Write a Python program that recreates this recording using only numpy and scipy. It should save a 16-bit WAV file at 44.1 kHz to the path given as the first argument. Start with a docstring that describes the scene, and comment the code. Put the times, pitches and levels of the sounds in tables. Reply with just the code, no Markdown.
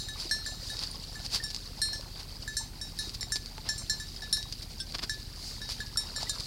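"""A small bell jingles irregularly over rustling dry leaves, as someone moves on a forest floor.
Where the clapper lands on the shell decides which modes ring, so each strike has its own colour.
Leaves are clumped fractures that rustle and crunch; sharp bursts snap, and short tones make soft plips.
A lower bell, a bank of dying modes, clinks once. Below lie filtered hiss, an uneven rumble and a low
electronic buzz of steady sines; a peaky microphone colours the clapper and the crisp leaves."""
import sys
import numpy as np
from scipy import signal
from scipy.fft import rfft, irfft
from scipy.io import wavfile

SR = 44100
rng = np.random.default_rng(int(sys.argv[2]) if len(sys.argv) > 2 else 0)


def transcribe(signal):
    """Save signal, clipped to [-1, 1], as a 16-bit WAV file at the path in sys.argv[1]."""
    frames = np.atleast_2d(signal).T
    limited = np.clip(frames, -1, 1)
    pcm = np.round(limited * 32767).astype(np.int16)
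    wavfile.write(sys.argv[1], SR, pcm)


N = 284886
TIME = np.arange(N) / SR


def amp(db):
    """Decibels to gain."""
    return 10 ** (np.asarray(db) / 20)


def unit(x):
    """Scales to rms 1."""
    return x / np.sqrt(np.mean(x ** 2) + 1e-20)


def add(mix, start_s, sound):
    """Mixes a sound in at start_s, cutting it at the end of the mix."""
    part = mix[max(round(start_s * SR), 0):][:len(sound)]
    part += sound[:len(part)]


def response(*spectra, size=2048):
    """Causal (minimum-phase) impulse response of energy 1 with the given spectra in series."""
    hz = abs(np.fft.fftfreq(size, 1 / SR))
    db = np.zeros(size)
    for spectrum in spectra:
        point_hz, point_db = np.transpose(spectrum)
        db += np.interp(np.log(hz + 1), np.log(point_hz), point_db)
    log_spectrum = signal.hilbert(np.log(amp(db))).conj()
    taps = np.fft.ifft(np.exp(log_spectrum)).real[:size // 2]
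    return taps / np.linalg.norm(taps)


def through(x, taps):
    """Filters by an impulse response."""
    return signal.oaconvolve(x, taps)[:N]


def drift(hz):
    """Smooth chance of rms 1 that changes about hz times a second."""
    lowpass = 1 / (1 + (np.fft.rfftfreq(N, 1 / SR) / hz) ** 4)
    return unit(irfft(rfft(rng.standard_normal(N)) * lowpass, N))


def crackle(per_s, spread_db):
    """Tiny fractures at random moments: many small, a few large; rms 1."""
    sizes = amp(spread_db * np.minimum(rng.exponential(1, N), 4))
    signs = rng.choice([-1, 1], N)
    return unit(sizes * signs * (rng.random(N) < per_s / SR))


# each mode's weak twin: amplitude against the mode, widest split either way [Hz], factor on t60
TWIN, TWIN_SPLIT_HZ, TWIN_LASTS = 0.15, 19.5, 1.7
# the clapper settles on the shell, so a ring dies ever faster:
# its decay is nominal at SETTLE_S and steepens as this power of time
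SETTLE_S, SETTLE_POWER = 0.068, 0.16


def ring(modes, t, onset_db=0.5, onset_s=0.0029, rise_s=0.0003, scatter=1.06):
    """Dying modes of a shell not quite round: each has a twin that starts in step, beats and outlasts it."""
    out = np.zeros(len(t))
    settled = t * (t / SETTLE_S) ** SETTLE_POWER
    for hz, db, t60 in modes:
        phase, offset, damping = rng.uniform(-1, 1, 3)
        lasts = max(t60, .01) * scatter ** damping  # the resting clapper damps each mode a little differently
        twin_hz = hz + TWIN_SPLIT_HZ * offset
        twin_level = TWIN * amp(db - 60 * t / (lasts * TWIN_LASTS))
        out += amp(db - 60 * settled / lasts) * np.sin(2 * np.pi * hz * t + np.pi * phase)
        out += twin_level * np.sin(2 * np.pi * twin_hz * t + np.pi * phase)
    onset = amp(onset_db * np.exp(-t / onset_s)) * (1 - np.exp(-t / rise_s))
    return np.sqrt(2) * out / (1 + TWIN / 2) * onset


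# how each bell mode above the lowest lies on the shell: (antinode level before strike force [dB],
# lobes along the rim [count], lobes up the wall [count], offset of its first still line [lobes])
MODE_SHAPES = [(-22, 0.25, 0.59, 0.507), (-22, 0.89, -1.36, 0.097), (-18, 1.73, -0.8, 0.098),
               (-29.5, 1.26, -2.5, 0.13), (-23.5, 0.48, -1.08, 0.063), (-31.5, 2, 0.13, 0.8),
               (-31, 1.84, -0.55, 0.67), (-35, 0.73, 1.5, 0.7)]
NODE_LEAK = 0.0071  # power a mode still gets on a still line, before normal motion is added


def struck(force_db, along, up):
    """Level in dB of each upper mode for one strike: strong on its antinodes, weak on its still lines."""
    db, rim_lobes, wall_lobes, offset = np.transpose(MODE_SHAPES)
    motion = np.sin(np.pi * (rim_lobes * along + wall_lobes * up + offset))
    return db + force_db + 10 * np.log10(NODE_LEAK + motion ** 2)


# the bell's modes: (frequency [Hz], nominal t60 [s])
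BELL_MODES = [(1741, .22), (3808, .4), (4203, .32), (5473, .2), (6194, .24), (7278, .22), (8330, .18),
              (9195, .15), (10163, .18)]
# faint top modes: (frequency [Hz], level over the three highest main modes [dB], nominal t60 [s])
BELL_TOP_MODES = [(10000, -12, .2), (10560, -7.5, .11), (11560, -14, 0.12), (11500, -20, 0.14),
                  (13655, -22, .13)]
# clapper strikes: (time [s], force [dB], place along the rim [0-1], place up the wall [0-1],
# ring length [factor on t60], nominal level of the lowest mode [dB])
BELL_STRIKES = [(0.0, -20, 0.61, 0.1, 1.7, -59), (0.0855, -17.5, 0.01, 0.17, 0.97, -44.0),
                (0.311, -6.5, 0.8, 0.39, 1.38, -32.5), (0.462, -16, 0.43, 0.93, 1.66, -39.5),
                (0.7, -18, 0.01, 0.12, 0.97, -45), (1.154, -26.5, 0.9, 0.77, 1.1, -44.5),
                (1.4377, -13.5, 0.19, 0.95, 0.78, -44), (1.8169, -2.5, 0.77, 0.43, 1.58, -37.0),
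                (1.931, -16, 0.87, 0.4, 1.2, -42.5), (2.477, -19.8, 0.91, 0.77, 0.92, -36.5),
                (2.568, -4, 0.82, 0.54, 0.92, -41), (2.813, -18.5, 0.37, 0.33, 1.25, -50.5),
                (2.9886, -11.5, 0.58, 0.25, 0.99, -42.5), (3.209, -17, 0.99, 0.14, 0.8, -56.5),
                (3.3206, -5, 0.68, 0.5, 0.82, -36), (3.689, -11, 0, 0.66, 0.87, -36.0),
                (3.7793, -12.2, 0.8, 0.52, 1.34, -61), (3.897, -8.5, 0.45, 0.77, 0.81, -37),
                (3.999, -21, 1, 0.01, 1.05, -43), (4.2204, -23, 0.1, 0, 0.78, -42),
                (4.327, 0.0, 0.61, 0.39, 0.67, -43.5), (4.3694, -16, 0.09, 0, 0.99, -43.5),
                (5.0951, -14, 0.3, 0.38, 0.79, -35), (5.6164, -20, 0.09, 0.13, 0.94, -44.5),
                (5.8036, -22, 0, 0.3, 0.46, -36.5), (5.9723, -5.5, 0.21, 0.95, 0.78, -45),
                (6.1614, -16.5, 0.76, 0.84, 1.1, -43.5), (6.294, -5.5, 0.3, 0.89, 0.41, -45.5)]
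# brief clank just under the lowest mode: (frequency [Hz], level over that mode [dB], nominal t60 [s])
SHELL_CLANK = (1637, -6, 0.028)
# clapper contact: (frequency [Hz], relative level [dB per Hz])
CLAPPER_SPECTRUM = [(500, -41), (2800, -21), (3900, -4), (6000, -1), (9000, -2), (12000, -1.5),
                    (16000, -20)]
# the microphone's peaky colour: (frequency [Hz], gain [dB])
MIC_COLOUR = [(100, 4.5), (2600, 0), (3400, 2), (4100, 8.5), (4750, 15.5), (5300, 8), (6000, 0.5),
              (7500, -1.5), (16000, -0.5)]
# whatever presses on the shell shortens the ring and pulls it flat, steeply so when it presses hard
FREE_CENTS, PRESSED_CENTS, PRESS_POWER = 5.75, 5.45, 2.65
LOW_MODE_FOLLOWS = 0.24  # power of the ring length felt by the lowest mode; the others feel it fully


def bell(tick_db=-4.5, tick_t60=0.013, chatter_db=-19, chatter_t60=0.36, sag_s=0.112, stop_s=0.017):
    """Each strike rings the modes with a tick and some chatter; the clapper's next touch stops the old ring."""
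    rings, contact = np.zeros(N), np.zeros(N)
    next_times = [row[0] for row in BELL_STRIKES[1:]] + [N / SR]
    for (s, force_db, along, up, length, low_db), next_s in zip(BELL_STRIKES, next_times):
        t = np.arange(0, min(next_s - s + .03, .5), 1 / SR)
        levels = [low_db, *struck(force_db, along, up)]
        modes = [(hz, db, t60 * length) for (hz, t60), db in zip(BELL_MODES, levels)]
        low_hz, low_t60 = BELL_MODES[0]
        modes[0] = (low_hz, low_db, low_t60 * length ** LOW_MODE_FOLLOWS)
        treble_db = 10 * np.log10(np.mean(amp(levels[-3:]) ** 2))
        for hz, db, t60 in BELL_TOP_MODES:
            modes.append((hz, treble_db + db + rng.uniform(-4, 4), t60 * length))
        clank_hz, clank_db, clank_t60 = SHELL_CLANK
        modes.append((clank_hz, low_db + clank_db, clank_t60))
        # the detuning grows as the ring dies
        cents = FREE_CENTS - PRESSED_CENTS / length ** PRESS_POWER
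        pitch = 2 ** (cents * (.5 + t / sag_s) / 1200)
        stopped = np.exp(-np.maximum(s + t - next_s, 0) / stop_s)
        add(rings, s, ring(modes, t * pitch) * stopped)
        force = np.linalg.norm(amp(levels))
        tick = amp(tick_db - 60 * t / tick_t60)
        chatter = amp(chatter_db - 60 * t / chatter_t60)
        add(contact, s, force * (tick + chatter))
    grains = contact * crackle(14000, spread_db=5.0)
    return rings + through(grains, response(CLAPPER_SPECTRUM, MIC_COLOUR))


def chips(low_hz, high_hz, per_s, cycles, spread_db, size=500):
    """Fractures in scraps of many sizes: each rings for a few cycles at its own pitch; rms 1."""
    when, height, chance, sign = rng.random((int(per_s * N / SR), 4)).T[:, :, None]
    turns = low_hz * (high_hz / low_hz) ** height * np.arange(size) / SR
    scraps = np.sin(2 * np.pi * turns) * turns * np.exp(-turns / cycles) * np.linspace(1, 0, size)
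    scraps /= np.linalg.norm(scraps, axis=1, keepdims=True)
    # many small, a few large
    scraps *= np.sign(sign - .5) * amp(spread_db * np.minimum(-np.log(chance), 4))
    places = (when * N).astype(int) + np.arange(size)
    return unit(np.bincount(places.ravel(), scraps.ravel(), N)[:N])


# steady rustle: (time [s], crisp top level before trim [dB], hollow litter level before trim [dB])
RUSTLE = [(0.0, -52.5, -60.5), (0.34, -46.5, -57), (0.61, -48.5, -59.5), (0.81, -46.5, -58.5),
          (1.44, -48.5, -61), (1.6, -50, -63), (2.12, -50, -59), (2.81, -54, -62.5), (3.18, -53.5, -62),
          (3.42, -54, -63), (3.65, -52.5, -60), (4.23, -49.5, -62), (4.84, -51.5, -61), (4.98, -53.5, -61),
          (5.14, -51.5, -63.5), (6.01, -48, -57.5), (6.13, -46.5, -56.5), (6.46, -43.5, -54)]
# slow sweeps through the leaves, and short crunches under a foot:
# (middle time [s], half width [s], level [dB], hollow body over that level before trim [dB])
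FOOT_CRUNCHES = [(.215, 0.027, -37.5, -6), (.69, 0.077, -42, -19), (.829, 0.016, -35.5, -2),
                 (1.257, 0.0099, -38, -7), (1.35, .021, -27, -7), (1.512, 0.0057, -38.5, -10),
                 (2.205, 0.011, -42.5, 0), (3.04, 0.057, -41.5, -8), (3.149, 0.0073, -36, -24),
                 (3.365, 0.0061, -32.5, -11), (3.679, 0.02, -50, 11.5), (4.527, 0.0062, -41, -9),
                 (4.629, .0055, -37.5, -19), (4.951, 0.0064, -39, 9), (4.993, 0.0041, -39.5, 9.5),
                 (5.036, 0.009, -35, 4.5), (5.48, 0.064, -39.5, -35), (5.713, 0.016, -32.5, -10.5),
                 (6.22, 0.018, -37, -2), (6.405, 0.0027, -33.5, -7)]
# dry leaves: (frequency [Hz], relative level [dB per Hz])
LEAF_SPECTRUM = [(300, -14), (1000, -18.5), (2500, -5.5), (4000, -1.5), (6000, -1), (8000, -4.5),
                 (9800, -6.5), (11500, -13.5), (14000, -15), (16000, -24)]
# hollow body of the litter: (frequency [Hz], relative level [dB per Hz])
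BODY_SPECTRUM = [(200, -3.5), (550, -6), (850, -2), (1300, -4), (2000, -6), (3200, -3.5), (5000, 3),
                 (12000, -76)]
# leaves sliding: (frequency [Hz], relative level [dB per Hz])
SWISH_SPECTRUM = [(500, -19), (2500, -8), (4500, -2), (6500, 2), (9800, -4.5), (12000, -14), (16000, -12)]


def leaves(stir_db=-0.5, chip_db=-5, stir_body_db=-2.0, clump_db=2.0, thud_db=-4, smooth_s=0.039):
    """Clumped fractures: a light rustle all along, and denser bursts where weight comes down."""
    s, crisp_db, hollow_db = np.transpose(RUSTLE)
    crisp = amp(np.interp(TIME, s, crisp_db) + stir_db + clump_db * drift(22))
    hollow = amp(np.interp(TIME, s, hollow_db) + stir_body_db + clump_db * drift(12.7))
    crush, slide, thud = np.zeros((3, N))
    for s, width, db, body_db in FOOT_CRUNCHES:
        weight = amp(db) * np.exp(-((TIME - s) / width) ** 2 / 2)
        breaking = 1 / (1 + (width / smooth_s) ** 2)  # a quick press breaks leaves, a slow sweep mostly slides them
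        crush += weight * breaking
        slide += weight * (1 - breaking)
        thud += weight * amp(body_db + thud_db)
    scraps = amp(chip_db) * chips(2570, 11000, per_s=700, cycles=3.4, spread_db=3.0)
    dry_leaves = crisp * (crackle(8000, spread_db=0) + scraps)
    dry_leaves += crush * crackle(7000, spread_db=4.5)
    swish = through(slide * rng.standard_normal(N), response(SWISH_SPECTRUM, MIC_COLOUR))
    deep = hollow * chips(427, 2390, per_s=600, cycles=1.73, spread_db=3.0)
    deep += thud * crackle(2500, spread_db=1.5)
    top = through(dry_leaves, response(LEAF_SPECTRUM, MIC_COLOUR))
    return top + through(deep, response(BODY_SPECTRUM)) + swish


# still forest air with hiss: (frequency [Hz], relative level [dB per Hz])
AIR_SPECTRUM = [(20, -9.5), (60, 18), (130, 13.5), (250, 11), (400, 6), (700, -7), (1500, -6), (2500, -4),
                (5000, -8), (9000, -7.5), (16000, -10.5)]


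def air(hiss_db=-52, rumble_db=-60, waver_db=3):
    """Still forest air and microphone hiss as filtered noise, over a faint uneven rumble."""
    hiss = amp(hiss_db) * through(rng.standard_normal(N), response(AIR_SPECTRUM, size=8192))
    band = signal.butter(2, [80, 230], "band", fs=SR, output="sos")
    low = signal.sosfilt(band, rng.standard_normal(N))
    return hiss + amp(rumble_db) * unit(low * amp(waver_db * drift(45)))


# electronic buzz, two interleaved series of lines: (frequency [Hz], rms level [dB])
BUZZ_LINES = [(25, -62), (38.28, -48), (50, -57), (51.56, -63), (63.28, -64), (64.84, -61), (76.56, -56),
              (88.28, -56), (101.56, -66), (113.28, -58), (114.84, -58), (138.28, -61), (153.12, -63),
              (163.28, -67), (191.4, -68), (229.68, -66)]


def buzz():
    """Low steady lines that start in step, so they bunch into soft, uneven pulses."""
    return sum(np.sqrt(2) * amp(db) * np.cos(2 * np.pi * hz * TIME) for hz, db in BUZZ_LINES)


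def forest(x, wet_db=-17, t60=0.35):
    """Trunks and ground scatter a faint tail: sparse random echoes that die away."""
    t = np.arange(SR) / SR
    echoes = rng.standard_normal(SR) * (rng.random(SR) < 2000 / SR)
    taps = echoes * amp(-60 * t / t60) * (t > .006)
    return x + amp(wet_db) * through(x, taps / np.linalg.norm(taps))


# lesser snaps come by chance: how many a second, level over the rustle's crisp column, body under that
STRAY_PER_S, STRAY_OVER_DB, STRAY_BODY_DB = 2.3, 17, -22


def stray_snaps(spread_db=3):
    """Rows like those of CLEAR_SNAPS at random moments, louder where the leaves are stirred more."""
    when, size = rng.random((int(STRAY_PER_S * N / SR), 2)).T
    s = when * N / SR
    stir_s, stir_db, _ = np.transpose(RUSTLE)
    db = np.interp(s, stir_s, stir_db) + STRAY_OVER_DB + spread_db * (2 * size - 1)
    return list(zip(s, db, db + STRAY_BODY_DB))


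# the clearest leaves and twigs that snap:
# (time [s], crisp peak before splinters and dulling [dB], low body before trim [dB])
CLEAR_SNAPS = [(.1991, -23, -53), (.2937, -24, -49), (.6953, -27, -49), (.7682, -24, -49), (.791, -19, -52),
               (.8361, -19.5, -43), (1.2516, -26, -50), (1.2627, -19, -52), (1.503, -23, -53),
               (1.5457, -16.5, -38), (1.5626, -20, -43), (2.0093, -26.5, -52), (3.094, -22, -54),
               (3.2294, -19, -30.5), (3.3573, -14.5, -33), (3.459, -23, -35), (3.58, -29.5, -24.5),
               (4.4277, -22.5, -51), (4.5244, -20, -50), (4.9222, -24, -46), (4.9503, -20, -53),
               (4.9837, -23, -46), (5.6905, -19, -23.5), (6.2299, -18, -34), (6.3989, -22, -41)]


def snaps(body_trim_db=2, splinter=0.048, splinter_t60=0.045, top_hz=9500, delay_s=0.000973):
    """A sharp break and its dying splinters, sounded through the crisp leaf and the hollow litter."""
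    out, t = np.zeros(N), np.arange(SR // 20) / SR
    crisp, body = response(LEAF_SPECTRUM, MIC_COLOUR), response(BODY_SPECTRUM)
    for s, crisp_db, body_db in list(CLEAR_SNAPS) + stray_snaps():
        splinters = splinter * rng.standard_normal(len(t)) * amp(-60 * t / splinter_t60)
        burst = signal.unit_impulse(len(t)) + splinters
        for taps, db in ((crisp, crisp_db), (body, body_db + body_trim_db)):
            add(out, s + delay_s, amp(db) * signal.fftconvolve(burst, taps / abs(taps).max()))
    # the litter dulls the very top
    return signal.sosfilt(signal.butter(4, top_hz, fs=SR, output="sos"), out)


# soft plips and knocks: (time [s], starting frequency [Hz], nominal level [dB], t60 [s])
SOFT_PLIPS = [(.254, 330, -35, 0.024), (.912, 9200, -34.5, 0.019), (.943, 1086, -48.5, .071),
              (1.40, 1795, -36, 0.056), (1.995, 570, -36, .02), (2.608, 893, -43, 0.066),
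              (3.072, 330, -34.5, 0.023), (3.228, 2000, -25.5, 0.0097), (3.578, 868, -41.5, 0.057),
              (5.959, 1380, -30, .015), (6.229, 750, -25, .012), (6.27, 1970, -39.5, .042)]


def plips(rise_s=0.002, glide=0.34):
    """Short soft-edged tones that bend slightly upward."""
    out, t = np.zeros(N), np.arange(SR // 8) / SR
    for s, hz, db, t60 in SOFT_PLIPS:
        envelope = 2 * amp(db - 60 * t / t60) * (1 - np.exp(-t / rise_s))
        add(out, s, envelope * np.sin(2 * np.pi * hz * t * (1 + glide * t)))
    return out


# the lower bell's modes: (frequency [Hz], level relative to the strike [dB], nominal t60 [s])
LOW_BELL_MODES = [(1570, -13, 0.16), (3380, -4.5, 0.1), (3640, -9.5, .13), (4650, -13, 0.097),
                  (5320, 2.5, 0.097), (6000, -17, 0.25), (8100, -6, 0.088), (9970, -8, 0.055)]
# its one strike: (time [s], level [dB])
LOW_BELL_STRIKE = (4.8015, -36)


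def low_bell():
    """One dull clink of quickly dying modes."""
    out = np.zeros(N)
    s, db = LOW_BELL_STRIKE
    add(out, s, amp(db) * ring(LOW_BELL_MODES, np.arange(SR // 3) / SR))
    return out


def scene():
    """Everything reaches one microphone, heard alike in both channels."""
    sources = bell() + low_bell() + leaves() + snaps() + plips()
    mono = forest(sources) + air() + buzz()
    return np.array([mono, mono])


EDGE_HZ = 15950


def record(dry):
    """The band limit: a steep low-pass at EDGE_HZ."""
    lowpass = signal.firwin(511, EDGE_HZ, window=("kaiser", 9), fs=SR)
    return signal.oaconvolve(dry, lowpass[None], "same")


dry = scene()
out = record(dry)
transcribe(out)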